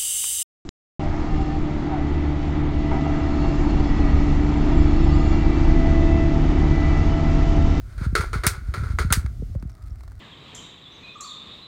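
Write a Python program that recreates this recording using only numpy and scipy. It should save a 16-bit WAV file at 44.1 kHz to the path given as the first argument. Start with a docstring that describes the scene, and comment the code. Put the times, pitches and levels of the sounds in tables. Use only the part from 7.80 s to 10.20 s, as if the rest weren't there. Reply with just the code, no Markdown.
"""Garden table, close up: a handheld electric swatter is jiggled with a large insect on its wire mesh.
The insect bounces and slides; the mesh rattles and rings, the plastic frame knocks.
Twice it bridges the wires: a spark snaps and echoes off table and wall.
The moving hand adds low thumps and rumble. As the racket settles, a faint electric crackle remains,
with tiny wire pings and a thin whine, over quiet outdoor air and hiss."""
import sys
import numpy as np
from scipy import signal
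from scipy.fft import rfft, irfft
from scipy.io import wavfile

SR = 44100
rng = np.random.default_rng(int(sys.argv[2]) if len(sys.argv) > 2 else 0)


def unload_audio(sound):
    """Save the sound as a 16-bit wav file, at the path given as the first command line argument."""
    columns = np.transpose(np.atleast_2d(sound))
    # keep every value between -1 and 1, then stretch to whole-number steps
    steps = np.round(np.clip(columns, -1, 1) * 32767)
    wavfile.write(sys.argv[1], SR, steps.astype(np.int16))


N = 105840
T = np.arange(N) / SR

# insect landings: start_s, level_db, rattle_t60_s, treble_db
INSECT_LANDINGS = [(0.179, -43, 0.13, 2), (0.3517, -17.5, .2, 2.5), (0.407, -27.5, 0.25, 1),
                   (0.531, -26, 0.25, -1), (0.636, -21, 0.21, -3), (0.939, -29.5, 0.3, -0.5),
                   (1.035, -38.5, .2, -2.5), (1.1872, -21.5, 0.19, 2), (1.3037, -26.5, 0.22, -6.5),
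                   (1.4621, -33, 0.02, -1.5)]
# insect sliding on the wires: time_s, level_db
SLIDE_CURVE = [(0.0, -68), (0.13, -52.5), (0.16, -59), (0.21, -43), (0.25, -36.5), (0.29, -55.5),
               (0.6, -60), (0.74, -39), (0.84, -57), (0.885, -50), (0.93, -55.5), (1.12, -43), (1.17, -59),
               (1.4, -46), (1.56, -69), (1.8, -71)]
# mesh rattle: freq_hz, gain_db
MESH_SPECTRUM = [(250, -18.5), (380, -5.5), (510, -8.5), (800, -15), (1100, -7.5), (1400, 5), (1750, -8),
                 (2150, -5.5), (2800, -21), (4400, -13), (5600, -22.5), (6700, -19.5), (7600, -27),
                 (9000, -19), (10600, -30), (15500, -35)]
# wire resonances: pitch_hz, gain_db, t60_s
WIRE_MODES = [(1168, -4, .14), (1310, -3, .16), (1374, 2, .22), (1455, -3, .22), (1484, -5, .18),
              (1653, -3, .11), (1918, -14, .14), (2092, -11, .17), (2206, -10, .17)]
# hollow frame resonances: pitch_hz, gain_db, t60_s
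HOLLOW_FRAME_MODES = [(363.2, -10.5, 0.2), (428.8, -9.5, 0.21), (619, -18.5, 0.16)]
# frame and handle knocks: start_s, level_db, pitch_hz, t60_s
PLASTIC_KNOCKS = [(0.3536, 0.5, 1500, 0.003), (0.4421, -6, 810, 0.0031), (1.187, -8, 1100, 0.0083),
                  (1.463, -25.5, 1190, 0.0075), (1.6222, -22.5, 431, 0.026), (1.75, -30, 540, 0.041)]

# sparks: start_s, crack_db, arc_t60_s, early_db, echo_db
SPARK_SNAPS = [(0.6667, 16, .0018, -1.5, -13), (1.3251, 15, .0045, 0.5, -12.5)]
# direct crack: freq_hz, gain_db
CRACK_SPECTRUM = [(300, -12), (1500, -2), (6500, -6), (9700, 5), (12000, 1), (15500, 1)]
# spark echoes, duller: freq_hz, gain_db
ECHO_SPECTRUM = [(200, -19.5), (700, -3), (1400, 6), (2100, 3), (3000, -4.5), (4500, 1), (5500, -1),
                 (7600, -1.5), (9000, 2), (10600, -5.5), (15500, -10.5)]
# reflections off racket, table and floor: delay_s, gain_db, t60_s
EARLY_REFLECTIONS = [(0.0005, -11, 0.006), (0.003, -8, .008), (0.0098, -14.5, .016)]

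# hand thumps: start_s, level_db, start_pitch_hz
HAND_THUMPS = [(0.212, -18, 344), (0.263, -15, 316), (0.327, -19, 375), (0.395, -17, 285),
               (0.555, -17, 302), (0.586, -20, 110), (0.664, -14, 367), (0.719, -28, 220),
               (0.885, -15, 140), (0.974, -21.5, 265), (0.776, -26, 224), (0.817, -33.5, 294),
               (1.003, -14, 130), (1.025, -18, 260), (1.102, -16, 110), (1.135, -19.5, 215),
               (1.198, -18, 196), (1.247, -13.5, 280), (1.306, -14, 299), (1.371, -15.5, 312),
               (1.444, -17.5, 250), (1.502, -37.5, 445), (1.596, -29.5, 420), (1.623, -22.5, 428),
               (1.696, -30, 330), (1.756, -17, 259), (1.827, -28.5, 524), (1.852, -22, 280),
               (2.112, -24.5, 126)]
# hand rumble: time_s, level_db
RUMBLE_CURVE = [(0, -35.5), (0.3, -28.5), (0.8, -34), (1.03, -25.5), (1.3, -28.5), (1.54, -31.5),
                (1.7, -31), (1.95, -39), (2.13, -36), (2.4, -41.5)]
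# hand rumble: freq_hz, gain_db
RUMBLE_SPECTRUM = [(15, -43), (30, -3.5), (43, 6.5), (62, 4.5), (105, 0), (160, -19), (300, -26),
                   (1500, -78.5)]

# faint discharges: start_s, level_db, racket_ring_db
DISCHARGE_TICKS = [(1.752, -40.5, 10.5), (1.826, -31.5, 5.5), (1.897, -33, 0), (1.952, -36, 0),
                   (2.026, -38.5, -10), (2.073, -39, -1), (2.1575, -37.5, -16), (2.208, -35, 6),
                   (2.236, -33.5, 2.5), (2.279, -33, 3.5), (2.319, -35.5, 4.5), (2.394, -38, -5)]
# crackle: freq_hz, gain_db
CRACKLE_SPECTRUM = [(400, 2), (2100, 5.5), (3000, -6.5), (4300, 3), (5400, -1), (6500, -3.5), (9600, -1.5),
                    (10400, -9), (15500, -7)]
# single-wire pings: start_s, level_db
WIRE_PINGS = [(1.799, -41), (1.902, -40), (1.930, -45), (2.106, -39)]

# outdoor air: freq_hz, gain_db
AIR_SPECTRUM = [(380, 2), (500, -8.5), (680, 2.5), (900, -11), (1300, -5), (1700, -12.5), (2050, -9.5),
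                (3000, -42)]
# hiss: time_s, level_db
HISS_CURVE = [(0, -64.5), (1.48, -63.5), (1.745, -64), (1.775, -71.5), (2.4, -72)]
# hiss: freq_hz, gain_db
HISS_SPECTRUM = [(500, -57), (2000, -9), (5000, -7), (9700, -12), (10500, -15)]


def from_db(db):
    """Decibels to gain."""
    return 10 ** (np.asarray(db) / 20)


def level(curve):
    """Gain along (time_s, level_db) points."""
    return from_db(np.interp(T, *np.transpose(curve)))


def decay(start_s, t60_s):
    """Step to 1, then exponential decay."""
    return (T >= start_s) * from_db(-60 * np.clip((T - start_s) / t60_s, 0, 10))


def coloured(x, spectrum):
    """Minimum-phase filter through (freq_hz, gain_db) points; unit power gain."""
    size = 8192
    hz, db = np.transpose(spectrum)
    bins_hz = np.fft.rfftfreq(size, 1 / SR)
    gain = from_db(np.interp(np.log(bins_hz + 1), np.log(hz), db))
    cepstrum = irfft(np.log(gain))
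    cepstrum[1:size // 2] *= 2
    cepstrum[size // 2 + 1:] = 0
    response = irfft(np.exp(rfft(cepstrum)))
    return signal.fftconvolve(x, response / np.linalg.norm(response))[:len(x)]


def noise(spectrum):
    """Steady coloured noise, rms about 1."""
    return coloured(rng.standard_normal(N + SR), spectrum)[SR:]


def split(x, hz):
    """Low and high bands."""
    low = signal.sosfiltfilt(signal.butter(2, hz, fs=SR, output="sos"), x)
    return low, x - low


def ring(x, hz, t60_s):
    """Two-pole resonator; unit power gain."""
    radius, angle = from_db(-60 / (t60_s * SR)), 2 * np.pi * hz / SR
    gain = np.sin(angle) * np.sqrt(2 * (1 - radius ** 2))
    return signal.lfilter([0, gain], [1, -2 * radius * np.cos(angle), radius ** 2], x + 1e-18)


def clicks(rows):
    """One impulse per (start_s, level_db)."""
    out = np.zeros(N)
    for start_s, db in rows:
        out[min(int(start_s * SR), N - 1)] += from_db(db)
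    return out


def grains(rate_per_s, spread_db):
    """Random impulses of uneven size and sign."""
    hits = rng.random(N) < rate_per_s / SR
    return hits * from_db(spread_db * rng.standard_normal(N)) * rng.choice([-1, 1], N)


def discharges(rows, sizzle_db=-20, t60_s=0.026):
    """Click plus brief sizzle per (start_s, level_db)."""
    sizzle = sum(from_db(db + sizzle_db) * decay(start_s, t60_s) for start_s, db in rows)
    return clicks(rows) + sizzle * rng.standard_normal(N)


def mesh_rattle(rattle_db=-1, ring_db=-19.5, touch_db=-8.5, touch_t60_s=0.011):
    """Tiny insect contacts drive the mesh: sliding, plus a brief touch and dying run per landing."""
    contacts = grains(rate_per_s=5000, spread_db=2.5)
    low, high = split(contacts / contacts.std(), hz=2780)
    low_power = high_power = level(SLIDE_CURVE) ** 2
    for start_s, db, t60_s, treble_db in INSECT_LANDINGS:
        touch = from_db(touch_db) * decay(start_s, touch_t60_s)
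        landing = from_db(db) * (decay(start_s, t60_s) + touch)
        low_power = low_power + landing ** 2
        high_power = high_power + (from_db(treble_db) * landing) ** 2
    drive = low * np.sqrt(low_power) + high * np.sqrt(high_power)
    ringing = sum(from_db(db) * ring(drive, hz, t60_s) for hz, db, t60_s in WIRE_MODES)
    return from_db(rattle_db) * coloured(drive, MESH_SPECTRUM) + from_db(ring_db) * ringing


def landing_rings(wire_db=-7.5, spread_db=1, rise_s=0.004, max_t60_ratio=1.5):
    """Each landing strikes wire and frame modes; a short, dead landing damps them."""
    out = 0
    for start_s, db, rattle_t60_s, _ in INSECT_LANDINGS:
        age_s = np.maximum(T - start_s, 0)
        rise = 1 - np.exp(-age_s / rise_s)
        for modes, body_db in ((WIRE_MODES, wire_db), (HOLLOW_FRAME_MODES, 0)):
            for hz, mode_db, t60_s in modes:
                gain = from_db(db + body_db + mode_db + spread_db * rng.standard_normal())
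                fade = decay(start_s, min(t60_s, max_t60_ratio * rattle_t60_s))
                out += gain * rise * fade * np.sin(2 * np.pi * (hz * age_s + rng.random()))
    return out


def frame_knocks(rise_cycles=0.73):
    """Plastic frame and handle: one heavily damped mode per knock."""
    out = 0
    for start_s, db, hz, t60_s in PLASTIC_KNOCKS:
        cycles = hz * np.maximum(T - start_s, 0)
        rise = 1 - np.exp(-cycles / rise_cycles)
        out += from_db(db) * rise * decay(start_s, t60_s) * np.sin(2 * np.pi * cycles)
    return out


def sparks(arc_db=-16, yard_low_db=-21, yard_high_db=-5.5):
    """Insect bridges the wires: sharp pulse, brief arc, early reflections, short yard echo."""
    scatter = rng.standard_normal(N)
    low, high = split(rng.standard_normal(N), hz=1000)
    arc_envelope = echoes = 0
    for start_s, crack_db, arc_t60_s, early_db, echo_db in SPARK_SNAPS:
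        arc_envelope += from_db(crack_db + arc_db) * decay(start_s, arc_t60_s)
        early = scatter * sum(from_db(db) * decay(start_s + delay_s, t60_s)
                              for delay_s, db, t60_s in EARLY_REFLECTIONS)
        yard_low = from_db(yard_low_db) * low * decay(start_s, t60_s=0.19)
        yard_high = from_db(yard_high_db) * high * decay(start_s, t60_s=0.15)
        echoes += from_db(early_db) * early + from_db(echo_db) * (yard_low + yard_high)
    pulses = clicks(row[:2] for row in SPARK_SNAPS)
    arcs = arc_envelope * rng.standard_normal(N)
    return coloured(pulses + arcs, CRACK_SPECTRUM) + coloured(echoes, ECHO_SPECTRUM)


def handling(rest_hz=50.5, fall_s=0.0059, peak_s=0.0098, sharpness=1.46):
    """Moving hand: low rumble and soft thumps that swell and drop in pitch."""
    out = level(RUMBLE_CURVE) * noise(RUMBLE_SPECTRUM)
    for start_s, db, start_hz in HAND_THUMPS:
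        age_s = np.maximum(T - start_s, 0)
        cycles = rest_hz * age_s + (start_hz - rest_hz) * fall_s * (1 - np.exp(-age_s / fall_s))
        swell = (age_s / peak_s * np.exp(1 - age_s / peak_s)) ** sharpness
        out += from_db(db) * swell * np.sin(2 * np.pi * (cycles + rng.random()))
    return out


def crackle(sizzle_db=-44, sizzle_start_s=1.87):
    """Tiny discharges through the resting insect, some ringing the racket, over a fine sizzle."""
    sizzle = from_db(sizzle_db) * grains(rate_per_s=120, spread_db=3) * (T > sizzle_start_s)
    ticks = discharges([row[:2] for row in DISCHARGE_TICKS])
    racket_drive = discharges([(start_s, db + ring_db) for start_s, db, ring_db in DISCHARGE_TICKS])
    return coloured(ticks + sizzle, CRACKLE_SPECTRUM) + ring(racket_drive, hz=1330, t60_s=0.0062)


def wire_pings():
    """Single wires ping: discharges into one high mode."""
    return ring(discharges(WIRE_PINGS), hz=5450, t60_s=0.0066)


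def whine(level_db=-62.5, centre_s=2.034, width_s=0.11):
    """Faint wavering tone: one swell of narrow-band noise."""
    swell = np.exp(-((T - centre_s) / width_s) ** 2)
    return from_db(level_db) * swell * ring(rng.standard_normal(N), hz=1250, t60_s=0.024)


def background(air_db=-61.5):
    """Steady outdoor air; thin hiss that drops near the end."""
    return from_db(air_db) * noise(AIR_SPECTRUM) + level(HISS_CURVE) * noise(HISS_SPECTRUM)


def scene():
    """All sources at one close microphone."""
    racket = mesh_rattle() + landing_rings() + frame_knocks()
    electric = sparks() + crackle() + wire_pings() + whine()
    return (racket + electric + handling() + background())[None]


def record(dry, clip_limit=0.74, cutoff_hz=15900):
    """Microphone clips the spark peaks; steep low-pass follows."""
    lowpass = signal.ellip(10, 0.1, 80, cutoff_hz, fs=SR, output="sos")
    return signal.sosfilt(lowpass, np.clip(dry, -clip_limit, clip_limit))


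dry = scene()
out = record(dry)
unload_audio(out)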